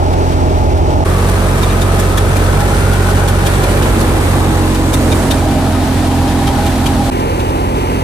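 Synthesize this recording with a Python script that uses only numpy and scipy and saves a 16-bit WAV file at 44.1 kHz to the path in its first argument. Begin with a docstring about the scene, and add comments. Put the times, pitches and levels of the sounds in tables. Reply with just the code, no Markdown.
"""A tractor engine drones under the dull roar of a wheat thresher, heard close by from behind the grain sacks.
The engine is a stack of tones tied to its firing; roar and hiss are shaped noise, the hiss from grain strikes.
The drum casing rings in wavering bands of noise, and a sheet-metal sieve chatters and slaps in runs.
The sound cuts to the grain chute, turns past the belts to the drum, then cuts to the straw stack."""
import sys
import numpy as np
from scipy import signal
from scipy.fft import rfft, irfft, next_fast_len
from scipy.io import wavfile

SR = 44100
rng = np.random.default_rng(int(sys.argv[2]) if len(sys.argv) > 2 else 0)


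def waveform_to_disk(signal):
    """Save audio, clipped to [-1, 1], as 16-bit WAV at the path in sys.argv[1]."""
    frames = np.transpose(np.atleast_2d(signal))
    scaled = np.clip(frames, -1, 1) * 32767
    samples = np.round(scaled).astype(np.int16)
    wavfile.write(sys.argv[1], SR, samples)


N = 354123

# moments when the listening place jumps and the sound briefly almost drops out: cut_s
CUTS_S = [1.043, 7.104]
FADE_OUT_S, FADE_IN_S = .004, .016
# the slow turn leaves the chute, passes the belts, reaches the drum: time_s
TURN_S = [3.3, 4.79, 5.53]
# how the two ears differ at the sacks, chute, belts, drum and stack:
# left_lag_ms, left_lag_rad, channels_alike_up_to_hz, likeness_above_0_to_1
STANDPOINTS = [(0.337, 0.45, 1450, 0.4), (0.209, 0.016, 650, 0.2), (0.138, .02, 600, 0.22),
               (0.015, .02, 900, .15), (-0.485, 0.041, 2200, 0.5)]
# overall levels at the sacks, chute, belts, drum and stack: roar_db, grain_hiss_db
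LEVELS = [(-15, -30), (-14.5, -23), (-17, -24.5), (-15, -25), (-15.5, -27.5)]

# engine speed, one list a shot: time_s, firings_per_s
SPEED = [
    [(0, 43.7), (1.04, 43.2)],
    [(1.05, 45.7), (2.2, 46.3), (3.8, 46.7), (5.0, 45.1), (6.0, 43.6), (7.1, 43.3)],
    [(7.11, 43.2), (8.03, 43.7)],
]
# engine tones at each standpoint: order_per_cycle (three firings a cycle), level_db (before chance)
ORDERS_SACKS = [(3, -18), (4, -22), (5, -20.5), (6, -13.5), (7, -30), (9, -24), (12, -35), (15, -43),
                (18, -25), (21, -30), (24, -27), (27, -26.5)]
ORDERS_CHUTE = [(3, -15), (4, -31), (5, -27), (6, -13.5), (7, -33), (9, -22), (12, -25), (15, -29),
                (18, -40), (21, -30), (24, -27.5), (27, -27)]
ORDERS_BELTS = [(3, -17), (4, -31), (5, -22), (6, -15.5), (7, -33), (9, -22), (12, -36), (15, -22),
                (18, -23.5), (21, -21), (24, -31), (27, -27.5)]
ORDERS_DRUM = [(3, -21.5), (4, -28), (5, -31), (6, -17.5), (7, -37), (9, -24.5), (12, -44), (15, -24),
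               (18, -19), (21, -26.5), (24, -33.5), (27, -32)]
ORDERS_STACK = [(3, -23), (4, -27), (5, -39), (6, -21), (7, -28), (9, -26), (12, -36), (15, -44), (18, -25),
                (21, -50), (24, -33), (27, -39)]

# tone colour of drum, fan and exhaust roar at each standpoint: pitch_hz, relative_level_db
ROAR_SACKS = [(36, -22), (60, -18), (75, -19), (110, -10), (160, 3), (200, -6.5), (290, 0), (400, -0.5),
              (520, -3), (650, -2), (850, 0), (1050, -10.5), (1400, -14), (2000, -58)]
ROAR_CHUTE = [(36, -22), (60, 4.5), (75, -2), (110, -1.5), (160, -3), (200, -5.5), (270, -7), (330, -5.5),
              (400, -5.5), (520, -7), (650, -8), (850, -10.5), (1050, -13), (1400, -16), (2000, -26.5)]
ROAR_BELTS = [(36, -15), (60, -8), (75, 2), (110, -10.5), (160, -8), (200, -8.5), (290, -6), (400, -10.5),
              (520, -9.5), (650, -16), (850, -13.5), (1050, -17), (1400, -23.5), (2000, -44)]
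ROAR_DRUM = [(36, -28), (60, 3), (75, -3), (110, -3), (160, -3), (200, -6.5), (290, -3.5), (400, -11),
             (520, -12), (650, -9), (850, -10.5), (1050, -17), (1400, -22.5), (2000, -32)]
ROAR_STACK = [(36, -19), (60, -15), (75, 3), (110, -8), (160, -2), (200, -0.5), (290, 1.5), (400, 1),
              (520, -1), (650, -6), (850, -1.5), (1050, -5.5), (1400, -17), (2000, -34)]

# tone colour of grain and chaff hiss at each standpoint: pitch_hz, relative_level_db
GRAIN_SACKS = [(1100, -8), (1600, -4), (2200, -6), (3000, -9), (4000, -11), (5200, -12), (6500, -14),
               (7800, -16), (8100, -15), (8800, -19), (10500, -21), (13000, -23), (14300, -26),
               (14900, -36)]
GRAIN_CHUTE = [(1100, -4), (1600, -3), (2200, -6), (3000, -10.5), (4000, -12), (5200, -15.5), (6500, -14),
               (7800, -15), (8150, -8.5), (8700, -13), (10500, -16), (13000, -19), (14300, -22),
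               (14900, -32)]
GRAIN_BELTS = [(1100, -4), (1600, -3), (2200, -6), (3000, -9.5), (4000, -10), (5200, -14.5), (6500, -13),
               (7800, -14), (8150, -8.5), (8700, -13), (10500, -15), (13000, -18.5), (14300, -21.5),
               (14900, -32)]
GRAIN_DRUM = [(1100, -4), (1600, -2), (2200, -5), (3000, -7), (4000, -7), (5200, -11), (6500, -12),
              (7800, -12), (8150, -8.5), (8700, -11), (10500, -13.5), (13000, -16), (14300, -19),
              (14900, -29)]
GRAIN_STACK = [(1100, -6), (1600, -6), (2200, -5), (2900, -6), (3300, -12), (5200, -17), (6500, -18),
               (7800, -19), (8100, -16), (8800, -18), (10500, -19), (13000, -22), (14300, -24),
               (14900, -34)]

# two casing rings and a broad swell in the roar, one list a shot:
# time_s, upper_ring_hz, upper_level_db, lower_ring_hz, lower_level_db, swell_hz, swell_level_db
RINGS = [
    [(0, 850, -31, 620, -27.5, 995, -50), (1.04, 855, -29.5, 620, -26, 996, -48)],
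    [(1.05, 830, -32, 640, -26, 1130, -30), (1.6, 802, -44, 660, -33, 1200, -34),
     (2.0, 797, -26.5, 660, -27, 1270, -28), (2.3, 812, -41, 620, -41, 1289, -31.5),
     (2.6, 818, -26, 580, -31, 1330, -29.5), (3.1, 815, -28, 580, -29, 1481, -27.5),
     (3.7, 810, -37, 590, -37, 1397, -36), (4.0, 815, -30, 600, -44, 1356, -35),
     (4.6, 822, -26, 620, -33, 1030, -30), (5.0, 800, -41, 620, -25.5, 995, -35),
     (5.5, 798, -27, 630, -26, 926, -40), (6.0, 799.6, -27, 660, -30, 926, -31),
     (6.5, 807, -23.5, 660, -45, 932, -30), (7.1, 815, -24.5, 660, -38, 930, -35)],
    [(7.11, 998, -40, 870, -38, 996, -48), (8.03, 988, -41, 870, -38, 1000, -50)],
]
CASING_WIDTH_HZ, SWELL_WIDTH_HZ = 36, 130

# natural rings of the sieve's sheet metal: ring_hz, width_hz, relative_level_db
SIEVE = [(1040, 60, 0), (1280, 70, 1), (1500, 70, 0), (1720, 80, -1), (2370, 70, -1), (2650, 80, -3),
         (2900, 90, -1), (3150, 80, -1), (3380, 80, 0), (3680, 70, 1), (4150, 100, -3), (4700, 140, -7),
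         (5150, 120, -6), (5650, 130, -8)]
# clear slaps at the ends of sieve strokes, in runs:
# start_s, strength_db, strongest_ring_hz, lower_ring_hz, lower_boost_db, treble_relative_to_slap_db
SLAPS = [(0.129, -24, 2700, 2370, 0, -12), (0.319, -24, 2450, 2370, 0, -13),
         (0.771, -27, 2660, 2370, 0, -11), (0.899, -27, 2780, 2370, 0, -13), (1.289, -27, 4600, 2370, 0, 3),
         (1.629, -17.5, 3686, 2370, 7, -6), (1.814, -18, 3670, 2370, 4, -4),
         (1.992, -19.5, 3220, 2370, 3, 1), (2.174, -16.5, 3397, 1720, 12, -1.5),
         (2.362, -21.5, 3700, 2370, 12, -1), (2.598, -25, 2900, 1720, 2, -2),
         (2.928, -24, 3540, 2370, 0, -2), (3.098, -22, 2930, 2370, 2, -4), (3.280, -17.5, 3450, 2340, 3, 0),
         (3.378, -30, 2890, 1720, 3, -6), (3.462, -17, 3190, 2370, 6, -2), (3.634, -20, 4150, 2400, 5, -1),
         (3.823, -19.5, 2920, 2370, 6, -4), (4.006, -19, 4120, 1720, 5, -3),
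         (4.747, -19, 3000, 2370, 3, -4), (4.934, -16, 3660, 2640, 7, -1), (5.118, -17, 3670, 2354, 7, -6),
         (5.307, -15, 3670, 3150, 4, -5.5), (5.508, -23, 2896, 2364, 3, -10),
         (6.279, -21, 3147, 2370, 4, -13), (6.472, -17.5, 3150, 2650, 6, -9),
         (6.663, -20, 2900, 2370, 3, -7), (6.756, -25, 2910, 1717, 3, -14), (6.859, -15, 3160, 2370, 4, -6),
         (7.196, -24, 4150, 2370, 5, -10), (7.396, -25, 2630, 1720, 3, -9), (7.49, -28, 2630, 2374, 0, -10),
         (7.747, -30, 2650, 1730, 3, -14)]
# a slap is a quick run of touches: delay_s, relative_level_db
TOUCHES = [(0, -3), (.0045, 0), (.008, 0), (.013, -3)]
# T60 is the time to die away by 60 dB; the tail's level is relative to the slap
SLAP_RISE_S, SLAP_TOUCH_T60_S, SLAP_T60_S, SLAP_TAIL_DB = .002, .035, .09, -4
KNOCK_DB, SLAP_RATTLE_DB, BROAD_DB = 21, -2, -8   # one click, ringing rattle, broad rattle
TICKS_PER_S, TICK_DB = 67, 6.5   # loose straw and stones tick each ring; least tick above the flow

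# left-right balance of the two microphone ports: pitch_hz, left_minus_right_db
PORTS = [(40, -2.5), (200, -3.5), (500, -1), (1000, 1.3), (2200, 1), (4500, -1), (7700, -2), (8200, -7.5),
         (8900, -2.5), (10000, -.5), (14000, -.3)]
# treble that both ports share, late on the left: from_hz, full_hz, likeness_0_to_1, lag_ms, lead_rad
SHARED_TREBLE = (7000, 10000, .75, .305, .6)
CUTOFF_HZ = 14900


def from_db(db):
    """Turn a level in dB into a plain multiplier."""
    return np.exp(np.asarray(db) * (np.log(10) / 20))


def rms_one(x):
    """Scale a sound to an average strength (rms) of 1."""
    return x / np.sqrt(np.mean(x ** 2) + 1e-20)


def in_time(tables):
    """Join the shots' rows by straight lines and give each column as a curve over time."""
    s, *columns = np.transpose(np.concatenate(tables))
    t = np.arange(N) / SR
    return [np.interp(t, s, column) for column in columns]


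def at_hz(points, hz):
    """Read a tone colour in dB between its points, with pitch spaced by ratio."""
    point_hz, point_db = np.array(points).T
    return np.interp(np.log(hz + 1), np.log(point_hz), point_db)


def drift(rate):
    """Wander slowly by chance with rms 1; a higher rate in Hz wanders faster."""
    step = 40   # samples between slow points
    r = np.exp(-2 * np.pi * rate * step / SR)
    chance = rng.standard_normal(N // step + 2002)
    slow = signal.lfilter([1], [1, -2 * r, r * r], chance)[2000:]
    return np.interp(np.arange(N) / step, np.arange(len(slow)), rms_one(slow))


def resonance(x, hz, width_hz):
    """Ring at one pitch like a struck sheet, with gain 1 at the peak; narrower rings last longer."""
    r = np.exp(-np.pi * width_hz / SR)
    feed = np.array([1, 0, -1]) * (1 - r * r) / 2
    return signal.lfilter(feed, [1, -2 * r * np.cos(2 * np.pi * hz / SR), r * r], x)


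def standing():
    """Share of each standpoint over time: two hard cuts and one slow turn between them."""
    t = np.arange(N) / SR
    close = (t >= CUTS_S[0]) & (t < CUTS_S[1])
    turn = [close * np.interp(t, TURN_S, facing) for facing in np.eye(3)]
    return np.array([t < CUTS_S[0], *turn, t >= CUTS_S[1]])


def heard(pair, spectra, shares):
    """Colour two unrelated noises for each place, alike in the bass and with the left shifted in time."""
    size = next_fast_len(N)
    hz = np.fft.rfftfreq(size, 1 / SR)
    mid, side = rfft(pair, size)
    out = 0
    for spectrum, share, standpoint in zip(spectra, shares, STANDPOINTS):
        lag_ms, lag_rad, alike_hz, rest = standpoint
        alike = np.clip(rest + (1 - rest) / (1 + (hz / alike_hz) ** 2), 0, 1)
        colour = from_db(at_hz(spectrum, hz)) * (hz > 30)
        common = np.sqrt(1 + alike) * mid
        different = np.sqrt(1 - alike) * side
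        delay = np.exp(-1j * (2 * np.pi * hz * lag_ms / 1000 + lag_rad))
        channels = np.array([(common + different) * delay, common - different])
        out = out + share * rms_one(irfft(colour * channels, size)[:, :N])
    # keep the strength steady while two places blend
    return out / np.sqrt(np.sum(shares ** 2, axis=0))


def engine(shares):
    """Even firing makes clean tones at every third order; uneven cylinders fill in unsteady ones between."""
    firings, = in_time(SPEED)
    cycle = 2 * np.pi * np.cumsum(firings) / SR / 3   # three firings make one cycle
    lag_ms, lag_rad = np.transpose(STANDPOINTS)[:2] @ shares
    out = np.zeros((2, N))
    for rows in zip(ORDERS_SACKS, ORDERS_CHUTE, ORDERS_BELTS, ORDERS_DRUM, ORDERS_STACK):
        order = round(rows[0][0])
        level_db = np.transpose(rows)[1] @ shares
        late = 2 * np.pi * order * firings / 3 * lag_ms / 1000 + lag_rad
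        if order % 3:
            chance = .5 + .6 * (drift(3) + 1j * drift(3))
            size, turn = np.abs(chance), np.angle(chance)
        else:
            size = from_db((.3 + .012 * order) * drift(4))
            turn = rng.uniform(0, 2 * np.pi) + .003 * order * drift(3)
        phase = order * cycle + turn
        out += np.sqrt(2) * from_db(level_db) * size * np.cos([phase - late, phase])
    return out


def roar(level_db, shares):
    """Beaters tearing straw, fan and exhaust turbulence make dull noise that swells a little."""
    white = rng.standard_normal((2, N)) * from_db(0.37 * drift(4.4))
    dull = signal.sosfilt(signal.butter(4, 2200, fs=SR, output="sos"), white)
    spectra = [ROAR_SACKS, ROAR_CHUTE, ROAR_BELTS, ROAR_DRUM, ROAR_STACK]
    return from_db(level_db) * heard(dull, spectra, shares)


def grain(level_db, shares):
    """Thousands of kernels strike sheet metal and the heap; the flow comes in clumps."""
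    strength = from_db(1.9 * np.minimum(rng.exponential(1, (2, N)), 5))
    sizes = strength * rng.choice([-1, 1], (2, N))
    hits = rng.random((2, N)) < 14000 / SR   # about 14000 strikes per second in each channel
    clumps = from_db(.5 * drift(3) + .5 * drift(12) + .3 * drift(40))
    strikes = sizes * hits * clumps
    thin = signal.sosfilt(signal.butter(4, 1000, "high", fs=SR, output="sos"), strikes)
    spectra = [GRAIN_SACKS, GRAIN_CHUTE, GRAIN_BELTS, GRAIN_DRUM, GRAIN_STACK]
    return from_db(level_db) * heard(thin, spectra, shares)


def casing():
    """The drum casing rings in two unsteady bands under the beaters, with a broader drifting swell."""
    out, columns = 0, in_time(RINGS)
    widths = [CASING_WIDTH_HZ, CASING_WIDTH_HZ, SWELL_WIDTH_HZ]
    for hz, level_db, width_hz in zip(columns[::2], columns[1::2], widths):
        shared = drift(width_hz / 2) + 1j * drift(width_hz / 2)
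        own = drift(width_hz / 2) + 1j * drift(width_hz / 2)
        carrier = np.exp(2j * np.pi * np.cumsum(hz) / SR)
        channels = np.array([shared, shared + 0.56 * own]) * carrier
        out = out + from_db(level_db) * rms_one(channels.real)
    return out


def sieve_chatter(flow_db):
    """Grain flow shakes each ring of the sheet, the low ones most; loose straw and stones add ticks."""
    flares = np.array([from_db(flow_db + 5 + 4.5 * drift(11)) / (1 + (hz / 1900) ** 2.2)
                       for hz, _, _ in SIEVE])
    hits = rng.random(flares.shape) < TICKS_PER_S / SR
    ticks = hits * from_db(4.4 * np.minimum(rng.exponential(1, N), 3))
    return flares + ticks * from_db(flow_db + TICK_DB)


def sieve(flow_db):
    """The sheet chatters with the flow; the load slaps it in a few touches and the rattle dies away."""
    modes = sieve_chatter(flow_db)
    knocks = np.zeros(modes.shape)
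    rattle, treble = np.zeros(N), np.zeros(N)
    mode_hz = np.array(SIEVE)[:, 0]
    t = np.arange(-.03 * SR, .15 * SR) / SR   # time around one slap
    tail = (t > 0) * from_db(SLAP_TAIL_DB - 60 * np.maximum(t, 0) / SLAP_T60_S)
    touch_s, touch_db = np.transpose(TOUCHES)[:, :, None]
    touches = rng.normal(0, 1, (len(SLAPS), 2, len(TOUCHES), 1))
    chance_db = rng.normal(0, 1.5, (len(SLAPS), len(SIEVE)))
    for slap, own_db, (late, hard) in zip(SLAPS, chance_db, touches):
        s, strength_db, ring_hz, lower_hz, lower_db, treble_db = slap
        since = t - touch_s - .001 * late   # each touch comes about 1 ms early or late
        rise = np.exp(np.minimum(since, 0) / SLAP_RISE_S)
        decay_db = -60 * np.maximum(since, 0) / SLAP_TOUCH_T60_S
        blow = rise * from_db(touch_db + 1.5 * hard + decay_db)
        shape = np.maximum(blow.max(axis=0), tail) * from_db(strength_db)
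        at = round(s * SR) + np.arange(len(t)) - round(.03 * SR)
        # rings near the strongest pitch take most of a hard blow
        near_db = (4 + (strength_db + 24)) * np.exp(-(np.log(mode_hz / ring_hz) / .055) ** 2)
        near_db = near_db + lower_db * np.exp(-(np.log(mode_hz / lower_hz) / .07) ** 2)
        # one click goes in at the second touch's listed time
        knock_at = round((s + touch_s[1, 0]) * SR)
        knocks[:, knock_at] = from_db(own_db + near_db + strength_db + KNOCK_DB)
        modes[:, at] += from_db(own_db + near_db + SLAP_RATTLE_DB)[:, None] * shape
        rattle[at] += shape
        treble[at] += from_db(treble_db) * shape
    white = rng.standard_normal((3, 2, N))
    shaking = 0.72 * white[0] + 0.33 * white[0, 0]   # partly shared by both channels
    rings = 0
    for k, (hz, width_hz, db) in enumerate(SIEVE):
        push = shaking * modes[k] + (-1) ** k * knocks[k]
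        rings = rings + from_db(db) * resonance(push, hz, width_hz) * np.sqrt(SR / width_hz)
    broad = signal.sosfilt(signal.butter(2, [1400, 4800], "band", fs=SR, output="sos"), white[1])
    bright = signal.sosfilt(signal.butter(2, [5500, 13000], "band", fs=SR, output="sos"), white[2])
    broad_rattle = from_db(BROAD_DB) * rattle * rms_one(broad)
    return from_db(-21.5) * rings + broad_rattle + treble * rms_one(bright)


def scene():
    """Add all sources as heard from the changing standpoint."""
    shares = standing()
    roar_db, grain_db = np.transpose(LEVELS) @ shares
    # the chatter is faint away from the machine, at the sacks and the stack
    chatter_db = grain_db - 10 * (shares[0] + shares[-1])
    machine = engine(shares) + roar(roar_db, shares)
    return machine + grain(grain_db, shares) + casing() + sieve(chatter_db)


def record(dry):
    """Two ports colour the channels, cuts dip and fade back, peaks are rounded and the top is cut."""
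    size = next_fast_len(N)
    hz = np.fft.rfftfreq(size, 1 / SR)
    tilt_db = at_hz(PORTS, hz) / 2
    left, right = rfft(dry, size)
    from_hz, full_hz, likeness, lag_ms, lead_rad = SHARED_TREBLE
    alike = np.interp(hz, [from_hz, full_hz], [0, likeness])
    delay = np.exp(1j * (lead_rad - 2 * np.pi * hz * lag_ms / 1000))
    left = np.sqrt(1 - alike ** 2) * left + alike * right * delay
    ports = irfft(np.array([left, right]) * from_db([tilt_db, -tilt_db]), size)[:, :N]
    t = np.arange(N) / SR
    for s in CUTS_S:
        fade = np.where(t < s, (s - t) / FADE_OUT_S, (t - s) / FADE_IN_S)
        ports = ports * np.clip(fade, .05, 1)
    rounded = .95 * np.tanh(ports / .95)
    return signal.sosfilt(signal.ellip(12, .5, 80, CUTOFF_HZ, fs=SR, output="sos"), rounded)


dry = scene()
out = record(dry)
waveform_to_disk(out)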